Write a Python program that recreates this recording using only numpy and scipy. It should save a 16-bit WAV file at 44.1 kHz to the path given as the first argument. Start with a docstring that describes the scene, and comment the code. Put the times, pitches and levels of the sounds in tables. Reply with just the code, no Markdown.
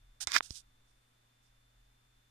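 """A quiet room, where a hand takes hold of a camera. Skin brushes and scrapes the case beside the
right microphone port (its opening), making noise out of many tiny slips. The case clicks, thumps
and rattles. The left port hears the hand later and duller, because the sound must go round the case.
Behind it all: hiss, room murmur, a low hum, a thin electrical whine, rumble, a faint throb and squeak."""
import sys
import numpy as np
from scipy import signal
from scipy.fft import rfft, irfft, next_fast_len
from scipy.io import wavfile
from scipy.ndimage import uniform_filter1d, map_coordinates

SR = 44100
rng = np.random.default_rng(int(sys.argv[2]) if len(sys.argv) > 2 else 0)


def persist_wave(psi):
    """Save psi, clipped to +-1, as 16-bit WAV."""
    counts = np.round(np.clip(psi, -1, 1) * 32767).astype(np.int16)
    wavfile.write(sys.argv[1], SR, np.atleast_2d(counts).T)


N = 101429
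T = np.arange(N) / SR

# Tone colours of the background noises. Each row: frequency in Hz, relative level in dB.
MIC_HISS_COLOUR = [(30, -10), (150, -3), (450, -3.5), (800, -1.5), (1400, -1.5), (2500, -2.5), (3800, -3.5),
                   (5000, -7), (8500, -8.5), (12000, -12.5), (14000, -15)]
MURMUR_COLOUR = [(60, -10), (150, 0), (200, 2), (265, 5), (330, -3), (600, -3), (1000, 1), (1600, -2),
                 (2500, -13), (6000, -30)]
RUMBLE_COLOUR = [(8, 5.5), (25, 0), (50, 0), (72, -14), (98, -8), (140, -22), (260, -27), (450, -45),
                 (2000, -75)]
# The tones of the hum and whine. Each row: pitch in Hz, average level in dB.
HUM_AND_WHINE = [(119, -77), (257, -94), (3543, -83), (3601, -97), (7087, -101)]
# How the rumble and the throb rise and fall. Each row: time in seconds, level in dB.
RUMBLE_LEVELS = [(0, -66), (.2, -69), (.42, -75.5), (.65, -70), (.83, -73), (1.2, -78), (2.1, -76),
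                 (2.3, -78)]
THROB_LEVELS = [(0, -69), (.2, -71), (.4, -80), (.65, -70), (.72, -80), (.83, -75), (1.2, -88), (1.47, -77),
                (1.75, -71), (1.87, -66.5), (2.02, -79), (2.13, -73), (2.3, -85)]
# Light brushes of skin. Each row: start, rise, hold and fade in seconds, then hiss level and
# hollow body level in dB.
BRUSHES = [(.202, 0.0074, .018, .027, -35, -46.5), (0.423, .006, .027, 0.055, -48.5, -61.5),
           (0.483, 0.034, 0.022, 0.022, -50.5, -73), (.54, .018, .015, 0.056, -44.5, -65.5),
           (.85, .04, .01, .07, -76, -105), (1.41, 0.038, .02, .06, -74, -105)]
# The firm scrape. Each row: time in seconds, body level in dB, hiss level in dB.
SCRAPE_LEVELS = [(.272, -115, -115), (.28, -58, -58), (.295, -48, -47), (.312, -46, -43), (.328, -40, -38),
                 (.342, -31.5, -28.5), (.355, -26, -24.5), (.36, -30, -28), (.365, -25, -24),
                 (.371, -34, -28), (.385, -42, -31), (.391, -58, -51), (.41, -115, -115)]
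# Tone colours of the rubbing skin. Each row: frequency in Hz, relative level in dB.
BRUSH_HISS_COLOUR = [(500, -45), (2000, -27), (2700, -11), (4200, -4.5), (5800, 0), (6800, -4), (9000, -4),
                     (11000, -14), (12500, -21.5), (14500, -22)]
BRUSH_BODY_COLOUR = [(200, -27), (500, -20), (800, -6.5), (1120, -15), (1550, -0.5), (2000, -12),
                     (2500, -7), (3800, -5), (8000, -22)]
SCRAPE_BODY_COLOUR = [(60, -55), (160, -34), (290, -17), (450, -22), (720, -14), (850, -15), (1170, 0),
                      (1300, -7), (1390, -1), (1520, -5), (1680, 3), (1830, -5), (2050, -1), (2380, 1),
                      (2800, -13), (5000, -30)]
SCRAPE_HISS_COLOUR = [(100, -60), (400, -32), (1500, -13), (3000, -7), (3900, 0), (4400, -2.5), (5100, 2),
                      (6000, -3), (7500, -10), (10000, -18), (12000, -23), (14000, -21)]
# Clicks of the case. Each row: start in seconds, peak in dB, then centre, width and treble limit in Hz,
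# then rattle level, thump peak and the click's extra level towards the left port in dB.
CLICKS = [(.2720, -8.5, 5440, 4150, 9260, -28, -40, -3), (0.3193, -12.5, 4400, 5500, 9500, -56, -60, 4),
          (0.3625, -11, 1600, 2400, 6000, -60, -75, -5), (0.4068, -14.5, 1120, 800, 3200, -70, -90, -1),
          (0.5072, -21, 5200, 1200, 6860, -62, -34.5, 0), (0.521, -37, 5200, 700, 7000, -81, -80, -3)]
# Where the rattling case rings. Each row: pitch in Hz, width in Hz, gain in dB.
CASE_RINGS = [(1200, 600, -3), (2099, 600, 1), (3730, 495, -1), (5136, 290, 3), (6342, 900, -4),
              (7384, 700, -9)]
# How the way round the case dulls the sound. Each row: frequency in Hz, gain in dB.
CASE_SHADOW = [(40, 0), (200, -2), (700, -4), (1200, -13), (2400, -15), (3200, -8), (3900, -5), (5200, -17),
               (7000, -25), (10000, -26), (14000, -23)]


def undb(db):
    """Turn decibels into a gain to multiply by."""
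    return 10 ** (np.asarray(db) / 20)


def unit(x):
    """Scale a sound to an average (rms) level of 1."""
    return x / np.sqrt(np.mean(x ** 2))


def curve(rows):
    """Join rows of seconds and dB into one gain curve for each level column."""
    times, *levels = np.array(rows).T
    return [undb(np.interp(T, times, db)) for db in levels]


def swell(start, rise, hold, fade, db):
    """A gain that rises, holds and fades softly; times are in seconds."""
    rising = np.clip((T - start) / rise, 0, 1)
    fading = np.clip(1 - (T - start - rise - hold) / fade, 0, 1) ** 1.5
    return undb(db) * rising * fading


def decay(start, fall_s):
    """A gain that jumps to 1, then falls to about a third every fall_s seconds."""
    return (T >= start) * np.exp(-np.maximum(T - start, 0) / fall_s)


def colour(x, points):
    """Filter a sound through rows of Hz and dB."""
    size = next_fast_len(2 * N, True) // 2 * 2
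    hz, db = np.array(points).T
    freqs = np.maximum(np.arange(size // 2 + 1) * SR / size, 1)
    gains = undb(np.interp(np.log(freqs), np.log(hz), db))
    cepstrum = irfft(np.log(gains))
    # Folding it in half makes the filter ring only after a sound, never before.
    cepstrum[1:size // 2] *= 2
    cepstrum[size // 2 + 1:] = 0
    return irfft(rfft(x, size) * np.exp(rfft(cepstrum)))[:N]


def resonate(x, hz, width):
    """Let a sound ring around one pitch, with gain 1 at the centre."""
    angle = 2 * np.pi * hz / SR
    damping = np.sin(angle) * width / hz / 2
    return signal.lfilter([damping, 0, -damping], [1 + damping, -2 * np.cos(angle), 1 - damping], x + 1e-18)


def lowpass(x, hz):
    """Soften the treble above hz."""
    return signal.sosfilt(signal.butter(4, hz, fs=SR, output="sos"), x + 1e-18)


def noise():
    """White noise."""
    return rng.standard_normal(N)


def wander(per_s):
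    """A random drift, about 1 in size, that changes course per_s times a second."""
    step = int(SR / per_s)
    stairs = np.repeat(rng.standard_normal(N // step + 1), step)
    return unit(uniform_filter1d(stairs, step)[:N])


def tone(hz):
    """A pure tone of average level 1 that follows a moving pitch."""
    return np.sqrt(2) * np.sin(2 * np.pi * np.cumsum(hz) / SR)


def late(x, lag_s=.00054):
    """Delay a sound by its travel time from one port to the other."""
    return map_coordinates(x, [(T - lag_s) * SR], mode="nearest")


def mic_hiss(db=-75):
    """Each of the two microphones makes its own steady hiss."""
    return undb(db) * np.array([unit(colour(noise(), MIC_HISS_COLOUR)) for _ in range(2)])


def room_murmur(db=-80):
    """The room's soft noise reaches the right port first."""
    murmur = undb(db) * unit(colour(noise(), MURMUR_COLOUR))
    return np.array([late(murmur), murmur])


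def hum_and_whine():
    """A low hum and a thin electrical whine waver slightly in level and pitch."""
    return sum(undb(db + .7 * wander(8)) * tone(hz + .9 * wander(10)) for hz, db in HUM_AND_WHINE)


def rumble():
    """Deep noise slowly rises and falls."""
    return curve(RUMBLE_LEVELS)[0] * unit(colour(noise(), RUMBLE_COLOUR))


def throb(hz=40):
    """A deep, unsteady tone comes and goes."""
    gain = curve(THROB_LEVELS)[0] * undb(1.2 * wander(12.05))
    return gain * tone(hz + 1.16 * wander(7))


def friction(slips_per_s=5000, spread_db=4, smooth_share=.6, flutter_db=1.32):
    """Sliding skin makes tiny slips over a smooth hiss, fluttering as the grip changes."""
    slips = (rng.random(N) < slips_per_s / SR) * noise() * undb(spread_db * noise())
    sliding = np.sqrt(smooth_share) * noise() + np.sqrt(1 - smooth_share) * unit(slips)
    return sliding * undb(flutter_db * wander(350))


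def brushes():
    """Skin brushes the case lightly: a hiss with a hollow body sound under it."""
    hiss = unit(colour(friction(), BRUSH_HISS_COLOUR))
    body = unit(colour(friction(), BRUSH_BODY_COLOUR))
    return sum(swell(*timing, hiss_db) * hiss + swell(*timing, body_db) * body
               for *timing, hiss_db, body_db in BRUSHES)


def scrape():
    """One firm scrape of skin builds up and dies away."""
    body_gain, hiss_gain = curve(SCRAPE_LEVELS)
    body = unit(colour(friction(), SCRAPE_BODY_COLOUR))
    hiss = unit(colour(friction(), SCRAPE_HISS_COLOUR))
    return body_gain * body + hiss_gain * hiss


def clicks(thump_hz=57.5):
    """Each contact sends a sharp pulse left and right, with a low thump as the case gives way."""
    both = np.zeros((2, N))
    for start, db, hz, width, top_hz, _, thump_db, left_db in CLICKS:
        tap = 1. * (np.arange(N) == int(start * SR))
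        pulse = lowpass(resonate(tap, hz, width), top_hz)
        both += undb([[db + left_db], [db]]) * pulse / np.abs(pulse).max()
        both += undb(thump_db) * decay(start, fall_s=.006) * np.cos(2 * np.pi * thump_hz * (T - start))
    return both


def rattle():
    """The case chatters and rings briefly after each click."""
    chatter = lowpass(friction(), hz=8000)
    ring = unit(sum(undb(db) * resonate(chatter, hz, width) for hz, width, db in CASE_RINGS))
    return ring * sum(undb(db) * decay(start, fall_s=.009) for start, _, _, _, _, db, _, _ in CLICKS)


def judder(hz=1600, width_hz=1100):
    """The finger judders at the height of the scrape, in one short burst."""
    broad = resonate(friction(), hz, 2 * width_hz)
    narrow = unit(resonate(broad, hz, width_hz))
    return swell(start=.361, rise=.0008, hold=.0057, fade=.0056, db=-19.5) * narrow


def squeak(hz=8930, wander_hz=90):
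    """A very faint, high tone with a wandering pitch swells once."""
    return swell(start=.82, rise=.08, hold=.2, fade=.08, db=-92) * tone(hz + wander_hz * wander(16))


def handling():
    """All the rubbing and rattling, made from fresh noise on each call."""
    return brushes() + scrape() + rattle() + judder()


def scene(scattered_share=.49, echo_db=-38):
    """The right port hears the hand directly, the left round the case; the room answers faintly."""
    direct, scattered = handling(), handling()
    clicks_left, clicks_right = clicks()
    far_side = clicks_left + np.sqrt(1 - scattered_share) * direct + np.sqrt(scattered_share) * scattered
    left = late(colour(far_side, CASE_SHADOW))
    right = direct + clicks_right
    tails = [noise() * decay(0, fall_s=.033) for _ in range(2)]
    echo = np.array([signal.fftconvolve(left, tail / np.linalg.norm(tail))[:N] for tail in tails])
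    background = mic_hiss() + room_murmur() + hum_and_whine() + rumble() + throb() + squeak()
    return np.array([left, right]) + undb(echo_db) * echo + background


def record(dry):
    """The camera sharply cuts the highest treble."""
    top_hz = 14400
    return signal.sosfilt(signal.ellip(8, .2, 70, top_hz, fs=SR, output="sos"), dry)


dry = scene()
out = record(dry)
persist_wave(out)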